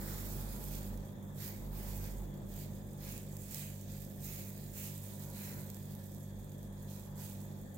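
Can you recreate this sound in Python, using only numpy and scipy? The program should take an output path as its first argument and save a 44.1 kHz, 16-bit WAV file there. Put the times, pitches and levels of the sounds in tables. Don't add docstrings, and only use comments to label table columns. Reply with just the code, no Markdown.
import sys
import numpy as np
from scipy import signal
from scipy.fft import rfft, irfft
from scipy.io import wavfile
from scipy.ndimage import uniform_filter1d

SR = 44100
rng = np.random.default_rng(int(sys.argv[2]) if len(sys.argv) > 2 else 0)


def wav_record(signal):
    frames = np.transpose(np.atleast_2d(signal))
    bounded = np.clip(frames, -1, 1)
    quanta = np.round(bounded * 32767).astype(np.int16)
    wavfile.write(sys.argv[1], SR, quanta)


N = 342657
TIME = np.arange(N) / SR
FREQS = np.maximum(np.fft.rfftfreq(N, 1 / SR), 1)

# pitch_hz, level_db
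HUM_TONES = [(98.33, -50.7), (100, -64), (144.4, -57.5), (147.5, -52.5), (196.67, -52), (200, -70),
             (245.83, -69), (288.6, -73), (393.33, -73), (442.5, -77), (500, -78), (540.83, -69),
             (590, -73), (639.2, -79), (688.3, -79)]
# start_s, length_s, level_db
DRONE_SPELLS = [(-.3, 1.3, -43), (1.5, 0.71, -42), (2.345, 0.27, -44.5), (4.055, .32, -50)]
# time_s, level_db
RUMBLE_LEVELS = [(0, -57), (3.2, -56.5), (3.75, -60), (4.6, -55.5), (5.4, -63), (6.3, -57), (7.77, -56)]
# time_s, level_db
FLAME_LEVELS = [(0, -53), (.8, -54), (1.3, -57), (2.1, -54), (3.8, -59.5), (4.4, -57), (5.0, -59.5),
                (5.5, -56), (6.3, -59.5), (7.77, -57.5)]
# frequency_hz, level_db
FLAME_SPECTRUM = [(25, -19), (60, -2.5), (90, -0.5), (135, 7.5), (170, -2), (215, 8), (275, -3.5),
                  (335, 0.5), (430, -4.5), (560, -5), (750, -13), (960, -17), (1300, -26.5), (3000, -31.5)]
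# frequency_hz, share_alike (0 to 1), left_minus_right_db
FLAME_SPREAD = [(60.7, 1, -13), (188, 0.77, -0.5), (367, 0.59, 3), (690, 0.75, 3.5), (1370, 0, -3.5)]
# pitch_hz, width_hz, level_db, left_minus_right_db
JET_RINGS = [(1746, 185, -77.5, 20), (3283, 105, -83, 4), (3640, 240, -84, -12), (6770, 440, -83, -19)]
# pitch_hz, level_db
JET_WHISTLES = [(3392, -84.5), (3590, -84.5), (6535, -86.5)]
# pitch_hz, width_hz, level_db
PAN_RINGS = [(841, 40, 4.5), (972, 12.5, 1.5), (1070, 280, -5), (1540, 46, -18)]
# middle_s, half_length_s, level_db
RUB_STROKES = [(.45, 1, -67.5), (1.874, 0.24, -66.5), (2.75, 0.76, -73), (5.4, 0.72, -73),
               (7.13, 0.56, -70)]
# frequency_hz, left_db, right_db
STEAM_SPECTRUM = [(1270, -11, -11.5), (2560, -4, -15), (2610, -12, -10.5), (3820, -14.5, -3.5),
                  (5650, -11.5, -4.5), (6270, -9.5, -3.5), (6800, -17, 1.5), (7100, -16, -0.5),
                  (8320, -19, -0.5), (9740, -14, -7), (11020, -13.5, -1.5), (14100, -5, 0),
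                  (15600, -6, -0.5)]
# frequency_hz, share_alike (0 to 1)
STEAM_SPREAD = [(2000, .02), (8000, .05), (11000, .25), (13500, .8), (15500, .9)]
# time_s, level_db
BUBBLE_POPS = [(0.7542, -35), (0.9757, -42), (1.9784, -37), (2.0413, -39), (2.1221, -41), (3.1787, -31),
               (3.3682, -33.5), (3.5458, -27), (4.0502, -42), (4.5775, -40), (5.3009, -39), (5.5957, -39),
               (5.7014, -33.5), (5.7453, -37.5), (5.7683, -39), (5.9514, -42), (6.1474, -43), (6.1823, -44),
               (6.6303, -44), (6.9621, -42), (7.414, -44)]
# pitch_multiple, width_hz, level_db, left_minus_right_db
HOLLOW_RINGS = [(.7, 230, -21, 21), (1, 458, 4, 5.5)]
# time_s, level_db
SIMMER_LEVELS = [(0, -53), (.78, -54.5), (1.1, -71), (1.3, -69), (1.7, -64.5), (2.42, -67.5), (3.3, -63.5),
                 (4.6, -59.5), (5.0, -56.5), (5.45, -57.5), (6.4, -65), (7.77, -65)]
# time_s, top_treble_boost_db
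FIZZ_BRIGHTNESS = [(0, 0.5), (1.8, 2), (3.6, -3), (4.35, 1.5), (4.85, -2), (5.3, 0), (7.77, -1)]
# start_s, rise_s, length_s, fall_db_per_s, fizz_db, hiss_db, splutter_db, hollow_pitch_hz
LADLE_SWEEPS = [(-0.05, 0.046, .2, 18, -55, -65, -66.5, 1470),
                (0.64, 0.043, 0.14, 57, -57, -63.5, -80, 1900),
                (1.334, 0.092, 0.15, 84, -50.5, -59, -69, 2060),
                (1.67, 0.12, 0.29, 56, -53.5, -63.5, -75, 2000),
                (1.957, 0.12, 0.098, 114, -54, -60, -74, 2350),
                (2.453, 0.092, 0.17, 85, -57, -65.5, -86, 2400),
                (2.96, 0.082, 0.16, 81, -53, -61, -69.5, 2430),
                (3.235, 0.22, 0.25, 76, -59, -75, -79, 2400),
                (3.463, 0.1, 0.14, 79, -48, -58.5, -69.5, 2540),
                (3.837, 0.068, 0.1, 41, -60, -69.5, -86.5, 2400),
                (4.175, 0.089, 0.21, 60, -51, -63.5, -68.5, 2390),
                (4.702, 0.1, 0.14, 138, -46, -59.5, -65, 2600),
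                (5.288, 0.099, .23, 79, -55, -64.5, -65.5, 2130),
                (6.846, 0.075, 0.11, 86, -59, -68, -87, 2300),
                (7.129, 0.087, 0.13, 80, -53, -63, -89, 2300)]


def undb(db):
    return 10 ** (np.asarray(db) / 20)


def curves(table):
    times, *columns = np.transpose(table)
    return [np.interp(TIME, times, column) for column in columns]


def spectra(table):
    hz, *columns = np.transpose(table)
    return np.array([np.interp(np.log(FREQS), np.log(hz), column) for column in columns])


def shape(x, gain):
    return irfft(rfft(x) * gain, N)


def above(hz, order=8):
    return 1 / np.sqrt(1 + (hz / FREQS) ** (2 * order))


def resonance(hz, width):
    return 1 / (1 + ((FREQS - hz) / width) ** 2)


def unit(x, band_hz=(1, SR)):
    inside = shape(x.mean(axis=0), (FREQS >= band_hz[0]) & (FREQS <= band_hz[1]))
    return x / inside.std()


def balance(db):
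    return undb(np.array([[db], [-db]]) / 2)


def blend(three, alike):
    alike = np.clip(alike, 0, 1)
    return shape(three[0], np.sqrt(alike)) + shape(three[1:], np.sqrt(1 - alike))


def wander(rate_hz):
    x = shape(rng.standard_normal(N), 1 / (1 + (FREQS / rate_hz) ** 4))
    return x / x.std()


def surge(start, length, rise_s, fall_db_per_s):
    age = TIME - start
    rise = np.sin(np.pi / 2 * np.clip(age / rise_s, 0, 1)) ** 2
    return rise * undb(-fall_db_per_s * np.maximum(age - length, 0))


def hum(gain_db=-0.54, waver_db=0.77):
    out = 0
    for hz, db in HUM_TONES:
        phase = 2 * np.pi * (hz * TIME + rng.random()) + .1 * wander(1.5)
        out = out + np.sqrt(2) * undb(db + waver_db * wander(5.3)) * np.sin(phase)
    return out * undb(gain_db) * balance(-1.2)


def drone(hz=46, wander_hz=1.03, spell_gain_db=-2.4, rumble_width_hz=4.4):
    phase = 2 * np.pi * np.cumsum(hz + wander_hz * wander(3.9)) / SR
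    spells = sum(undb(db + spell_gain_db) * surge(start, length, rise_s=0.25, fall_db_per_s=100)
                 for start, length, db in DRONE_SPELLS)
    tone = np.sqrt(2) * np.sin(phase) * spells
    rumble = wander(rumble_width_hz) * np.sin(phase) + wander(rumble_width_hz) * np.cos(phase)
    return (tone + undb(curves(RUMBLE_LEVELS)[0]) * rumble) * balance(-3.3)


def flame(gain_db=-1.55, roll_off_hz=3500):
    alike, side_db = spectra(FLAME_SPREAD)
    colour = undb(spectra(FLAME_SPECTRUM) + np.array([side_db, -side_db]) / 2)
    colour /= 1 + (FREQS / roll_off_hz) ** 4
    noise = blend(rng.standard_normal((3, N)), alike)
    rush = unit(shape(noise, colour), band_hz=(260, 1100))
    flicker_db = .5 * wander(8)
    return rush * undb(curves(FLAME_LEVELS)[0] + gain_db + flicker_db)


def gas_jet(waver_hz=4):
    out = 0
    for hz, width, db, side_db in JET_RINGS:
        ring = shape(rng.standard_normal((2, N)), resonance(hz, width))
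        out = out + unit(ring * balance(side_db)) * undb(db + 2 * wander(22))
    for hz, db in JET_WHISTLES:
        phase = 2 * np.pi * np.cumsum(hz + waver_hz * wander(8.5)) / SR
        out = out + np.sqrt(2) * undb(db + 2 * wander(1.9)) * np.sin(phase)
    return out


def ladle_rub(gain_db=1.7, judder_db=2.0, light_touch_db=-88):
    body = sum(resonance(hz, width) * undb(db) for hz, width, db in PAN_RINGS)
    friction = blend(rng.standard_normal((3, N)), alike=.3)
    ring = unit(shape(friction, body) * balance(2))
    strokes = sum(undb(db) ** 2 * np.exp(-((TIME - middle) / half) ** 2)
                  for middle, half, db in RUB_STROKES)
    power = undb(light_touch_db) ** 2 + strokes
    return ring * np.sqrt(power) * undb(gain_db + judder_db * wander(11))


def pan_squeak(middle_s=5.47, half_s=0.29, hz=975, glide_hz=25, level_db=-72):
    along = (TIME - middle_s) / half_s
    phase = 2 * np.pi * np.cumsum(hz + glide_hz * np.tanh(along) + 8 * wander(25.8)) / SR
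    tones = np.sin(phase) + undb(-6) * np.sin(1.49 * phase)
    return np.sqrt(2) * tones * np.exp(-along ** 4) * undb(level_db + 2 * wander(15))


def swarm(per_s, spread_db):
    chance = np.clip(per_s / SR, 1e-4, 1)
    sizes = undb(spread_db * np.minimum(rng.exponential(size=N), 6))
    return (rng.random(N) < chance) * sizes ** 2 / chance


def steam(energy, burst_s, echo_db, echo_s):
    t = TIME[:SR // 3]
    decay = np.exp(-2 * t / burst_s) + undb(echo_db - 60 * t / echo_s) ** 2
    loudness = np.sqrt(np.abs(signal.fftconvolve(energy, decay)[:N]))
    return blend(loudness * rng.standard_normal((3, N)), spectra(STEAM_SPREAD)[0])


def pops(gain_db=4.0, low_cut_hz=5500):
    energy = np.zeros(N)
    for time_s, db in BUBBLE_POPS:
        energy[int(time_s * SR)] += undb(db + gain_db) ** 2
    ticks = steam(energy, burst_s=.0009, echo_db=-32, echo_s=.15)
    return shape(ticks, undb(spectra(STEAM_SPECTRUM)) * above(low_cut_hz, order=2))


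def splutter(gain_db=2.3, lag_s=0.023):
    bursts = steam(swarm(per_s=3000, spread_db=1.5), burst_s=.0012, echo_db=-20, echo_s=.3)
    out = 0
    for start, rise, length, fall, _, _, db, hz in LADLE_SWEEPS:
        hollow = sum(resonance(hz * multiple, width) * undb(ring_db) * balance(side_db)
                     for multiple, width, ring_db, side_db in HOLLOW_RINGS)
        ring = shape(bursts, hollow)
        swell = surge(start + lag_s, length, rise, fall)
        out = out + ring / ring.mean(axis=0).std() * swell * undb(db + gain_db)
    return out


def boiling_levels(simmer_hiss_db=-10.5, uneven_db=0.9):
    simmer_db = curves(SIMMER_LEVELS)[0]
    fizz, hiss = undb(simmer_db) ** 2, undb(simmer_db + simmer_hiss_db) ** 2
    for start, rise, length, fall, fizz_db, hiss_db, _, _ in LADLE_SWEEPS:
        swell = surge(start, length, rise, fall)
        fizz += (undb(fizz_db) * swell) ** 2
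        hiss += (undb(hiss_db) * swell) ** 2
    return 10 * np.log10([fizz, hiss]) + uneven_db * wander(9.9)


def patchy_boil(x, patchy_db=1.5):
    cells = signal.stft(x, nperseg=512)[2]
    patches = rng.standard_normal(cells.shape[1:])
    for _ in range(2):
        patches = uniform_filter1d(patches, size=4, axis=0)
        patches = uniform_filter1d(patches, size=17, axis=1)
    gain = undb(patchy_db * patches / patches.std())
    return signal.istft(cells * gain / np.sqrt(np.mean(gain ** 2)))[1][:, :N]


def sizzle(peak_bursts_per_s=9000, split_hz=6300, fizz_gain_db=-0.58, hiss_gain_db=-3.0):
    fizz_db, hiss_db = boiling_levels()
    colour = undb(spectra(STEAM_SPECTRUM)) * above(570, order=4)
    treble = above(split_hz)
    per_s = peak_bursts_per_s * undb(fizz_db - fizz_db.max())
    fizz = steam(swarm(per_s, spread_db=3.5), burst_s=0.00065, echo_db=-14.5, echo_s=0.19)
    fizz = shape(fizz, colour * treble)
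    top = shape(fizz, above(10000) ** 2)
    brightness = undb(curves(FIZZ_BRIGHTNESS)[0] + 0.21 * (fizz_db + 58))
    fizz = unit(top * brightness ** .3 + (fizz - top) / brightness ** .7, band_hz=(6500, 15800))
    hiss = steam(swarm(per_s, spread_db=2.0), burst_s=0.0033, echo_db=-9.0, echo_s=0.11)
    hiss = unit(shape(hiss, colour * np.sqrt(1 - treble ** 2)), band_hz=(3900, 6000))
    return fizz * undb(fizz_db + fizz_gain_db) + hiss * undb(hiss_db + hiss_gain_db)


def scene():
    cooking = patchy_boil(sizzle() + splutter()) + pops() + ladle_rub() + pan_squeak()
    return cooking + hum() + drone() + flame() + gas_jet()


def record(dry, widen_db=2.5, top_hz=15850):
    mid, side = dry.mean(axis=0), (dry[0] - dry[1]) / 2
    side = shape(side, undb(widen_db * resonance(hz=1500, width=1100)))
    treble_cut = signal.ellip(12, .1, 70, top_hz, fs=SR, output="sos")
    return signal.sosfilt(treble_cut, [mid + side, mid - side])


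dry = scene()
out = record(dry)
wav_record(out)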